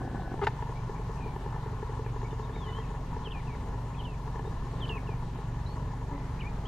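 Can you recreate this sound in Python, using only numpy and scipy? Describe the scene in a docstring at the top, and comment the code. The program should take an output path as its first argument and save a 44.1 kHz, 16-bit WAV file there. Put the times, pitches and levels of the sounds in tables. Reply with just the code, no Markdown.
"""A lens motor whines and knocks at the start; then a lever rattles and snaps and the lens drive ticks.
These contacts ring damped modes of the hand-held camera, over a faint whir in its plastic body.
Outdoors near bushes, small birds whistle gliding sines with leaf echoes, and a low hoot sounds once.
Behind them an engine idles as a sum of harmonics, and far traffic roars softly as shaped stereo noise."""
import sys
import numpy as np
from scipy import signal
from scipy.io import wavfile

SR = 44100
rng = np.random.default_rng(int(sys.argv[2]) if len(sys.argv) > 2 else 0)


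def inscribe(sig):
    """Save sig as 16-bit PCM at rate SR to the path in sys.argv[1].

    A 1-D sig is mono; a 2-D sig holds one channel per row.
    Samples are clipped to [-1, 1] before scaling.
    """
    pcm = np.round(np.clip(np.atleast_2d(sig).T, -1, 1) * 32767)
    wavfile.write(sys.argv[1], SR, pcm.astype(np.int16))


N = 294367   # length in samples

MOTOR_END_S = .345


def motor_running():
    """Switching envelope: 1 while the lens motor turns, then a quick linear fall to 0."""
    return np.clip((MOTOR_END_S - np.arange(N) / SR) / .012, 0, 1)


# Resonances of the lens motor housing. Each row: frequency in Hz, width in Hz, whine in dB rms and
# struck level in dB (both before the final low-pass), share of a knock's weight from 0 to 1.
MOTOR_MODES = [(292, 170, -54.5, -8, 0.6), (376, 115, -77, -1, 0.97), (780, 85, -58, 1, 0.14),
               (1054, 100, -59, -6, 0.3), (1500, 20, -61, -26, 0), (1550, 400, -60, -26, 0.2),
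               (1690, 70, -56, -28, 0.08)]
# Gear knocks of the motor. Each row: start in seconds, level in dB before the mode gains,
# weight of the low thud in dB, extra level of the modes above 900 Hz in dB.
GEAR_KNOCKS = [(.016, -35, 5.5, 7), (0.041, -36, 1, -12), (.05, -31, -11, -9), (.076, -30, -9, -14),
               (.114, -34, -10, -6), (0.146, -31, 5, -7), (.156, -43, -1, 16), (0.178, -37, 9, -6),
               (.196, -29, -8, -13), (0.219, -42, 9, 12), (0.255, -38, 3, -3), (.277, -29.5, -19, -7),
               (.298, -42, -11, -11), (.318, -31.5, 4, -7), (.341, -30, 8, -4)]
TOOTH_GRAIN_DB = 2   # uneven teeth make the whine buzz
WHINE_HZ, WHINE_DB, WHINE_WAVER = 1505, -56.5, .009   # steady tone of the meshing gear, share it wanders


def lens_motor():
    """Forced and free vibration: gear noise drives the housing's resonances and gear knocks let them ring."""
    s, knock_db, weight_db, upper_db = np.transpose(GEAR_KNOCKS)
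    gears = rng.standard_normal(N) * from_db(TOOTH_GRAIN_DB * drift(79.0))
    running = motor_running()
    out = np.zeros(N)
    for hz, width, whine_db, struck_db, share in MOTOR_MODES:
        t60 = np.log(1000) / np.pi / width   # a resonance of this width dies by 60 dB in this time
        clicks = np.zeros(N)
        clicks[(s * SR).astype(int)] = from_db(knock_db + struck_db + share * weight_db + upper_db * (hz > 900))
        out += running * from_db(whine_db) * rms_one(ring(gears, hz, t60))
        out += ring(soften(clicks, 2 * hz), hz, t60)
    whine_hz = WHINE_HZ * (1 + WHINE_WAVER * drift(15.0))
    whine = np.sqrt(2) * np.sin(2 * np.pi * np.cumsum(whine_hz) / SR)
    out += running * from_db(WHINE_DB + TOOTH_GRAIN_DB * drift(25.0)) * whine
    return soften(soften(out, hz=2100), hz=2100)   # the housing passes little above its top mode


# Ticks of the lens drive, a run of ticks while it zooms, lone ones before and after. 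Each row: start in
# seconds, level in dB before the bounce and mode gains, brightness in dB per octave.
TICKS = [(.377, -32.5, -2), (.391, -32.5, 2.5), (0.6243, -32.5, 5), (0.694, -32, -2), (.794, -36, -15),
         (0.8944, -29, -2.5), (0.995, -33, -11), (1.094, -29.5, -10), (1.195, -41, 3.5), (1.26, -32, -8),
         (1.361, -32.5, 1.5), (1.444, -40, 3.5), (1.461, -31.5, -0.5), (1.561, -37, 3.5),
         (1.661, -31.5, -1), (1.728, -33.5, -9), (1.827, -27.5, -0.5), (1.894, -31.5, 0.5),
         (1.993, -31, -1), (2.062, -32, 2), (2.161, -31, -1), (2.216, -41, 6), (2.229, -30, 1),
         (2.328, -32, 1), (2.395, -32.5, 2), (2.495, -33, 2), (2.563, -33.5, 1), (2.688, -40, 1),
         (2.786, -36, 4), (3.165, -32, 0.5), (3.272, -32.5, 1.5), (4.277, -42.5, 6.5), (4.357, -36, 3.5),
         (4.393, -31.5, -0.5), (4.449, -32.5, 0), (4.474, -31, -1.5), (4.734, -37, 1), (4.9, -34, 3.5),
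         (5.09, -30.5, 1), (5.387, -33.5, -0.5), (5.759, -39, -12)]
# Strokes of the lever on the body. Each row: start in seconds, length in seconds, contacts per second,
# level in dB before the mode gains, brightness in dB per octave, contact hardness in Hz.
LEVER = [(0.4155, .024, 404, -33.5, 2, 2480), (0.437, .008, 360, -40.5, 6, 3300),
         (0.443, .009, 630, -72, 14.5, 6500), (0.4678, 0.002, 1800, -37, 6, 4530),
         (0.4697, 0.003, 840, -23.5, -0.5, 4500), (0.473, 0.004, 850, -40, 5.5, 2000),
         (0.481, .003, 810, -31, -2.5, 4500)]
TICK_HARDNESS_HZ = 2300


def contacts(uneven_s):
    """Repeated impact: a tick bounces twice and the lever chatters unevenly; returns one column per property."""
    rows = []
    for s, db, bright in TICKS:
        for lag, drop_db in [(0, -5.5), (.0024, -17), (.0052, -28.5)]:
            rows.append((s + lag, db + drop_db, bright, TICK_HARDNESS_HZ, 1))
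    for s, length, per_s, db, bright, hard_hz in LEVER:
        lags = np.arange(0, length, 1 / per_s)
        rows += [(s + lag, db, bright, hard_hz, 0) for lag in lags + uneven_s * rng.random(len(lags))]
    s, db, bright, hard_hz, is_tick = np.transpose(rows)
    return (s * SR).astype(int), db, bright, hard_hz, is_tick


CRACK_DB, CRACK_S, CRACK_HZ = -7.5, 0.0054, (1190, 2090)   # dry noise of a contact: level, dying time, flat band
TICK_CRACK_DB = -9   # the lens drive knocks with less dry noise than the lever


def crack(at, gains):
    """Broadband impact noise: each contact also gives a short, exponentially dying burst."""
    clicks = np.zeros(N)
    clicks[at] = gains
    envelope = signal.lfilter([1], [1, -np.exp(-1 / (CRACK_S * SR))], clicks + 1e-18)
    bursts = envelope * rng.standard_normal(N)
    return soften(signal.lfilter(*signal.butter(1, CRACK_HZ, "band", fs=SR), bursts), hz=4500)


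# Modes of the camera body. Each row: frequency in Hz, level in dB when struck by the lever, level in dB
# when struck by the lens drive, 60 dB decay time in seconds, mean whir in dB rms, left minus right in dB.
BODY_MODES = [(407, -4, -9, 0.07, -66, 3), (437, -14, 1, 0.065, -55.5, 3), (690, -2, -9, .012, -80, 3),
              (842.5, -1, 0.5, 0.029, -51, 4), (967.5, -8, -2, 0.04, -51, 5),
              (1062.5, -11, -11, 0.034, -54, 6.5), (1442, 5, -6, 0.0057, -61.5, 4.5),
              (1570, -6, -20, 0.018, -69.5, 3), (1740, -15, -9, 0.027, -64.5, 5.5),
              (2120, -22, -24, 0.018, -80, -11.5), (2780, -17, -17, 0.016, -92, 6),
              (3530, -26, -24, 0.013, -109, 7), (4320, -27, -27, 0.014, -106, -2),
              (5250, -33, -32, 0.0072, -105, -5), (6730, -32, -31, 0.0066, -74, -1),
              (9100, -29, -29, 0.0022, -99, -10)]
WHIR_DURING_MOTOR_DB = -6


def camera_body(grain_db, lag_s):
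    """Modal vibration: knocks and a dense fine grinding ring the same modes, most of them louder at the left."""
    at, knock_db, bright, hard_hz, is_tick = contacts(uneven_s=.0004)
    grinding = rng.standard_normal(N) * from_db(grain_db * drift(36.0) + WHIR_DURING_MOTOR_DB * motor_running())
    lowest_hz = BODY_MODES[0][0]
    out = np.zeros((2, N))
    for k, (hz, lever_db, tick_db, t60, whir_db, left_db) in enumerate(BODY_MODES):
        mode_db = np.where(is_tick, tick_db, lever_db) + bright * np.log2(hz / lowest_hz)
        chance_db = rng.normal(0, 1.2, len(at))
        clicks = np.zeros(N)
        clicks[at] = from_db(knock_db + mode_db + chance_db)
        clicks[at] /= 1 + (hz / hard_hz) ** 4   # a soft contact does not reach the high modes
        knocks = ring(soften(clicks, 2 * hz), hz, t60)
        whir = from_db(whir_db + 1.43 * drift(0.99)) * rms_one(ring(soften(grinding, 2 * hz), hz, t60))
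        sense = (-1) ** max(k, 1)   # above the low pair, neighbours start in opposite senses
        out += sense * pan(knocks + whir, left_db)
    crack_db = knock_db + CRACK_DB + TICK_CRACK_DB * is_tick + bright * np.log2(CRACK_HZ[1] / lowest_hz)
    crack_gain = from_db(crack_db) / (1 + (CRACK_HZ[1] / hard_hz) ** 2)
    out += pan(crack(at, crack_gain), left_db=3.0)
    out[1] = np.interp(np.arange(N) - lag_s * SR, np.arange(N), out[1])   # the right port hears it later
    return out


# Loudness of a singing throat by pitch. Each row: pitch in Hz, gain in dB.
THROAT = [(2000, -3), (2450, -6.5), (3100, -1), (3600, -11), (4000, -24), (5000, -23)]
FLICK_S, RIPPLE, SWELL_S = .009, .01, .006   # half width of the flick (s), share the pitch ripples, onset (s)
UPSTROKE_DB = -6   # the rising half of the flick is fainter
ACCENT_DB, ACCENT_S = 4, .018   # the note is struck harder around the peak of a flick


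def sung(s, length, flick_hz, from_hz, held_hz, slide, bend, drop_hz, drop, db, fade_db):
    """Frequency modulation: an up-and-down flick, a slide to a held pitch, a drop; the throat weights each pitch."""
    lead = 1.3 * FLICK_S if flick_hz > 300 else 0
    t = np.arange(-lead, length, .0005)
    hz = held_hz + (from_hz - held_hz) * np.clip(1 - t / slide, 0, 1) ** bend
    hz += flick_hz * np.where(t < 0, 1 + t / FLICK_S, np.clip(1 - t / FLICK_S, 0, 1) ** 1.3)
    hz *= 1 + RIPPLE * np.interp(t, np.arange(20) * .008, rng.standard_normal(20))
    hz -= drop_hz * np.clip(1 - (length - t) / drop, 0, 1)
    onset_db = 20 * np.log10(np.clip((t + lead) / SWELL_S, .05, 1))
    onset_db += UPSTROKE_DB * np.clip(-t / FLICK_S, 0, 1)
    onset_db += ACCENT_DB * (lead > 0) * np.exp(-np.abs(t) / ACCENT_S)
    level_db = db + at_hz(THROAT, hz) + fade_db * np.clip(t / length, 0, 1) + onset_db
    return np.transpose([s + t, hz, level_db])


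def peep(s, length, from_hz, to_hz, db, waver=0):
    """Decelerating glide: a plain note as a table whose pitch slows to its end while the level swells and sinks."""
    along = np.linspace(0, 1, 3 + int(length / .008))
    hz = to_hz + (from_hz - to_hz) * (1 - along) ** 2
    hz *= 1 + waver * rng.standard_normal(len(along))
    swell_db = 10 * np.log10(np.sin(np.pi * along ** .7) ** 2 + .1)
    return np.transpose([s + length * along, hz, db + swell_db])


# Song of a near bird. Each row: start in seconds, length in seconds, opening flick in Hz, first pitch in Hz,
# held pitch in Hz, slide in seconds, bend of the slide (1 straight, 2 bowed), closing drop in Hz,
# drop time in seconds, level in dB before throat and onset, level change along the note in dB.
SONG = [(3.235, 0.056, 0, 3700, 2600, 0.046, 0.83, 0, .01, -47.5, -2),
        (3.316, 0.095, 804, 2880, 2390, 0.043, 1.1, 452, 0.018, -47.5, -3.5),
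        (3.468, 0.087, 0, 2780, 2306, 0.042, 1.2, 330, .022, -53.5, 4),
        (3.958, 0.056, -2, 3800, 3060, 0.048, 1.2, 250, 0.0074, -57, 10),
        (4.045, 0.11, 347, 3250, 2580, 0.074, 2, 520, .022, -49.5, -10),
        (4.799, 0.06, 0, 3860, 3030, 0.047, 1.85, 645, .007, -42, -1.5),
        (4.887, 0.099, 2000, 2960, 2550, 0.09, 1.8, 520, 0.013, -39.5, -6),
        (5.067, 0.079, -2, 3000, 2390, 0.055, 2.5, 280, 0.013, -50.5, -4)]
# Whistles of other birds close by, one table each. Each row: time in seconds, pitch in Hz,
# level in dB rms before the flutter.
WHISTLES = [
    [(2.528, 3300, -63), (2.545, 3770, -61), (2.563, 3760, -61), (2.568, 3650, -63), (2.604, 3600, -61),
     (2.625, 3400, -54.5), (2.666, 3005, -59), (2.718, 2945, -55), (2.755, 3070, -53.5), (2.785, 3200, -55),
     (2.806, 3200, -57.5), (2.818, 3100, -66), (2.828, 2900, -69), (2.84, 2650, -62), (2.858, 2400, -65)],
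    [(5.66, 4240, -58), (5.666, 3900, -53.5), (5.68, 4150, -59), (5.71, 4390, -62), (5.755, 4360, -65)],
    [(6.39, 2350, -56), (6.402, 2570, -50), (6.41, 3050, -45.5), (6.418, 2390, -47), (6.435, 2140, -57),
     (6.475, 2440, -46.5), (6.487, 2370, -58)],
    [(6.653, 2880, -55), (6.662, 3310, -57), (6.69, 3300, -52)],
]
# Blurred notes from farther off. Each row: start in seconds, length in seconds, first pitch in Hz,
# last pitch in Hz, level in dB before the swell, breakup from 0 to 1.
FAR_NOTES = [(0.752, 0.05, 2300, 2290, -56.5, .1), (0.953, 0.05, 2330, 2260, -60, .6),
             (1.155, 0.06, 2720, 2600, -61, .6), (1.2, 0.15, 2480, 2300, -59, .45),
             (2.042, 0.055, 2800, 2210, -60, 1), (2.24, .04, 2180, 2330, -58, .3),
             (2.306, .028, 2910, 2850, -59, .6), (2.306, 0.026, 3590, 3520, -61, .5),
             (2.4, .015, 4380, 4180, -67, .4), (2.424, .028, 3740, 3760, -63, .3),
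             (2.555, .018, 2180, 2300, -56, .4), (2.665, 0.063, 2046, 2000, -55, .1),
             (2.675, .035, 3380, 3700, -64.5, .2), (2.708, .038, 3720, 3350, -66, .3),
             (2.79, .045, 1970, 1940, -59, .3), (3.944, 0.012, 2700, 2470, -57, .4),
             (4.45, 0.064, 3570, 3880, -65, .4), (6.115, 0.11, 2070, 2030, -57.5, .15),
             (6.22, .09, 2030, 1990, -62, .4)]
FLUTTER_DB = 1.8
WAVER = .008   # share by which a far note's pitch wanders


def birds(near_echo_db, far_echo_db):
    """Multiple scattering: leaves smear whistles into echoes; far ones break up in moving air and echo more."""
    near_notes = [sung(*row) for row in SONG] + WHISTLES
    near = sum(glide(note) for note in near_notes) * from_db(FLUTTER_DB * drift(40.0))
    air = drift(110.0)
    far = np.zeros(N)
    for *row, breakup in FAR_NOTES:
        far += glide(peep(*row, waver=WAVER)) * (np.sqrt(1 - breakup) + np.sqrt(breakup) * air)
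    t = np.arange(int(.2 * SR)) / SR
    tail = rng.standard_normal((2, len(t))) * from_db(-60 * t / 0.24)
    tail /= np.sqrt(np.sum(tail[0] ** 2))
    sent = from_db(near_echo_db) * near + from_db(far_echo_db) * far
    echoes = signal.fftconvolve(sent[None], tail, axes=1)[:, :N]
    return near + far + echoes


# A brief low hoot in the distance. The row: start in seconds, length in seconds, first pitch in Hz,
# last pitch in Hz, level in dB before the swell.
HOOT = (6.108, .088, 283, 281, -41)
HOOT_OCTAVE_DB = -11


def distant_hoot():
    """Harmonic tone: a nearly level low fundamental with a fainter octave."""
    note = peep(*HOOT)
    return glide(note) + from_db(HOOT_OCTAVE_DB) * glide(note, multiple=2)


# Speed of the idling engine. Each row: time in seconds, firings per second.
ENGINE_SPEED = [(0, 23.73), (.33, 23.73), (1.25, 23.28), (2, 23.4), (2.45, 23.24), (2.8, 23.24),
                (3.25, 23.41), (4.1, 23.5), (4.6, 23.42), (5.9, 23.46), (6.67, 23.26)]
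# Exhaust throb. Each row: multiple of the firing rate, level in dB rms before waver and swell.
ENGINE_ORDERS = [(2, -41), (3, -49.5), (4, -58), (5, -42.5), (6, -46), (7, -51.5), (11, -56.5)]
FIRST_FIRING_S, ENGINE_SWELL_DB_PER_S = .0218, 0.12


def engine(waver_db):
    """Harmonic series: one suction pulse per firing, its orders dipping together and wavering on their way here."""
    speed, = in_time(ENGINE_SPEED)
    angle = 2 * np.pi * (np.cumsum(speed) / SR - speed[0] * FIRST_FIRING_S)
    throb = np.zeros(N)
    for order, db in ENGINE_ORDERS:
        height = np.sqrt(2) * from_db(db + waver_db * drift(2.06))
        throb -= height * np.cos(order * angle + 0.71 * drift(0.37))
    return from_db(ENGINE_SWELL_DB_PER_S * np.arange(N) / SR) * throb


# Spectrum of far traffic and air. Each row: frequency in Hz, relative density in dB per Hz.
TRAFFIC_SPECTRUM = [(20, 9), (45, -3), (90, 6), (170, -2), (260, -8.5), (400, -15.5), (650, -15),
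                    (1300, -28.5), (2200, -28), (3500, -31), (6000, -37.5), (9000, -44.5), (13000, -50.5),
                    (15500, -52.5)]
# Background level and tone: one colour under the opening motor, another after it. Each row: time in seconds,
# overall level in dB, extra level near 300 Hz in dB, extra level near 1300 Hz in dB.
BACKGROUND_LEVEL_AND_TONE = [(0, -40.5, 9.5, -45), (.5, -39, -0.5, 5), (1.2, -39.5, 0, 7),
                             (2.6, -39, -0.5, 6.5), (4.5, -39.5, 0, 2), (6, -40, 1, 5),
                             (6.3, -39.5, 1.5, 9), (6.67, -40, -1, 9)]
# Correlation of the two channels. Each row: frequency in Hz, left-right likeness (1 is identical).
LIKENESS = [(60, 1.0), (130, 1.0), (290, 0.87), (640, 0.82), (1410, 0.51), (3100, 0.44), (6820, 0.16),
            (15000, 0.15)]


def traffic(patchy_db):
    """Partly coherent noise: half-octave stereo bands, each with its own level, flicker and likeness."""
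    level_db, low_db, high_db = in_time(BACKGROUND_LEVEL_AND_TONE)
    out, together = np.zeros((2, N)), drift(1.5)
    edges = 17 * 2 ** np.arange(0, 10.1, .5)
    white = rng.standard_normal((2, 2, N))   # neighbouring bands take different noise
    for k, (low, high) in enumerate(zip(edges, edges[1:])):
        band = signal.butter(2, [low, high], "band", fs=SR, output="sos")
        mid, side = signal.sosfilt(band, white[k % 2])
        hz = np.sqrt(low * high)
        alike = np.clip(at_hz(LIKENESS, hz), -1, .99)
        tone_db = low_db * np.exp(-np.log2(hz / 300) ** 2) + high_db * np.exp(-4 * np.log2(hz / 1300) ** 2)
        flicker_db = patchy_db * (.4 * together + drift(10.5))
        gain = from_db(at_hz(TRAFFIC_SPECTRUM, hz) + tone_db + flicker_db)
        out += gain * (np.sqrt(1 + alike) * mid + np.sqrt(1 - alike) * side * [[1], [-1]])
    return from_db(level_db) * rms_one(out)


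def from_db(db):
    """Logarithmic level: decibels to gain."""
    return 10 ** (np.asarray(db) / 20)


def rms_one(x):
    """Effective value: scale to rms 1."""
    return x / np.sqrt(np.mean(x ** 2) + 1e-20)


def in_time(rows):
    """Linear interpolation: columns of a curve table at every sample."""
    s, *columns = np.transpose(rows)
    return [np.interp(np.arange(N) / SR, s, c) for c in columns]


def at_hz(points, hz):
    """Logarithmic pitch scale: read a spectrum table on a log-frequency axis."""
    table_hz, value = np.transpose(points)
    return np.interp(np.log(hz), np.log(table_hz), value)


def drift(rate):
    """Random fluctuation: noise through a double one-pole low-pass at rate in Hz, spread 1."""
    r = np.exp(-80 * np.pi * rate / SR)   # one step per 40 samples
    slow = signal.lfilter([1], [1, -2 * r, r * r], rng.standard_normal(N // 40 + 2002))[2000:]
    return np.interp(np.arange(N) / 40, np.arange(len(slow)), rms_one(slow))


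def ring(clicks, hz, t60):
    """Damped resonance: a unit click sets a dying sine of initial height 1 ringing."""
    r, w = from_db(-60 / (t60 * SR)), 2 * np.pi * hz / SR
    return signal.lfilter([0, np.sin(w)], [1, -2 * r * np.cos(w), r * r], clicks + 1e-18)


def soften(x, hz):
    """Finite contact time: low-pass the force."""
    return signal.lfilter(*signal.butter(2, hz, fs=SR), x + 1e-18)


def glide(note, multiple=1):
    """Phase integration: a sine that follows a note table, with soft ends."""
    s, hz, db = np.transpose(note)
    at = np.arange(int(s[0] * SR), min(int(s[-1] * SR), N))
    t, out = at / SR, np.zeros(N)
    sounding = np.clip(np.minimum(t - s[0], s[-1] - t) / .002, 0, 1)
    angle = 2 * np.pi * multiple * np.cumsum(np.interp(t, s, hz)) / SR
    out[at] = sounding * np.sqrt(2) * from_db(np.interp(t, s, db)) * np.sin(angle)
    return out


def pan(x, left_db):
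    """Level difference: two channels, the left louder by left_db."""
    return x * from_db([[left_db / 2], [-left_db / 2]])


def scene():
    """Superposition: all sources add at the two microphone ports."""
    camera = camera_body(grain_db=2.0, lag_s=.00003) + pan(lens_motor(), left_db=3.5)
    calls = birds(near_echo_db=-8.5, far_echo_db=-2) + distant_hoot()
    return camera + calls + engine(waver_db=1.0) + traffic(patchy_db=1.35)


MONO_BELOW_HZ, CUTOFF_HZ = 215, 15900


def record(dry):
    """Recorder filtering: the bass is made mono and a steep low-pass cuts the top."""
    mid, side = (dry[0] + dry[1]) / 2, (dry[0] - dry[1]) / 2
    side = signal.sosfilt(signal.butter(3, MONO_BELOW_HZ, "high", fs=SR, output="sos"), side)
    return signal.sosfilt(signal.cheby2(12, 70, CUTOFF_HZ, fs=SR, output="sos"), [mid + side, mid - side])


dry = scene()
out = record(dry)
inscribe(out)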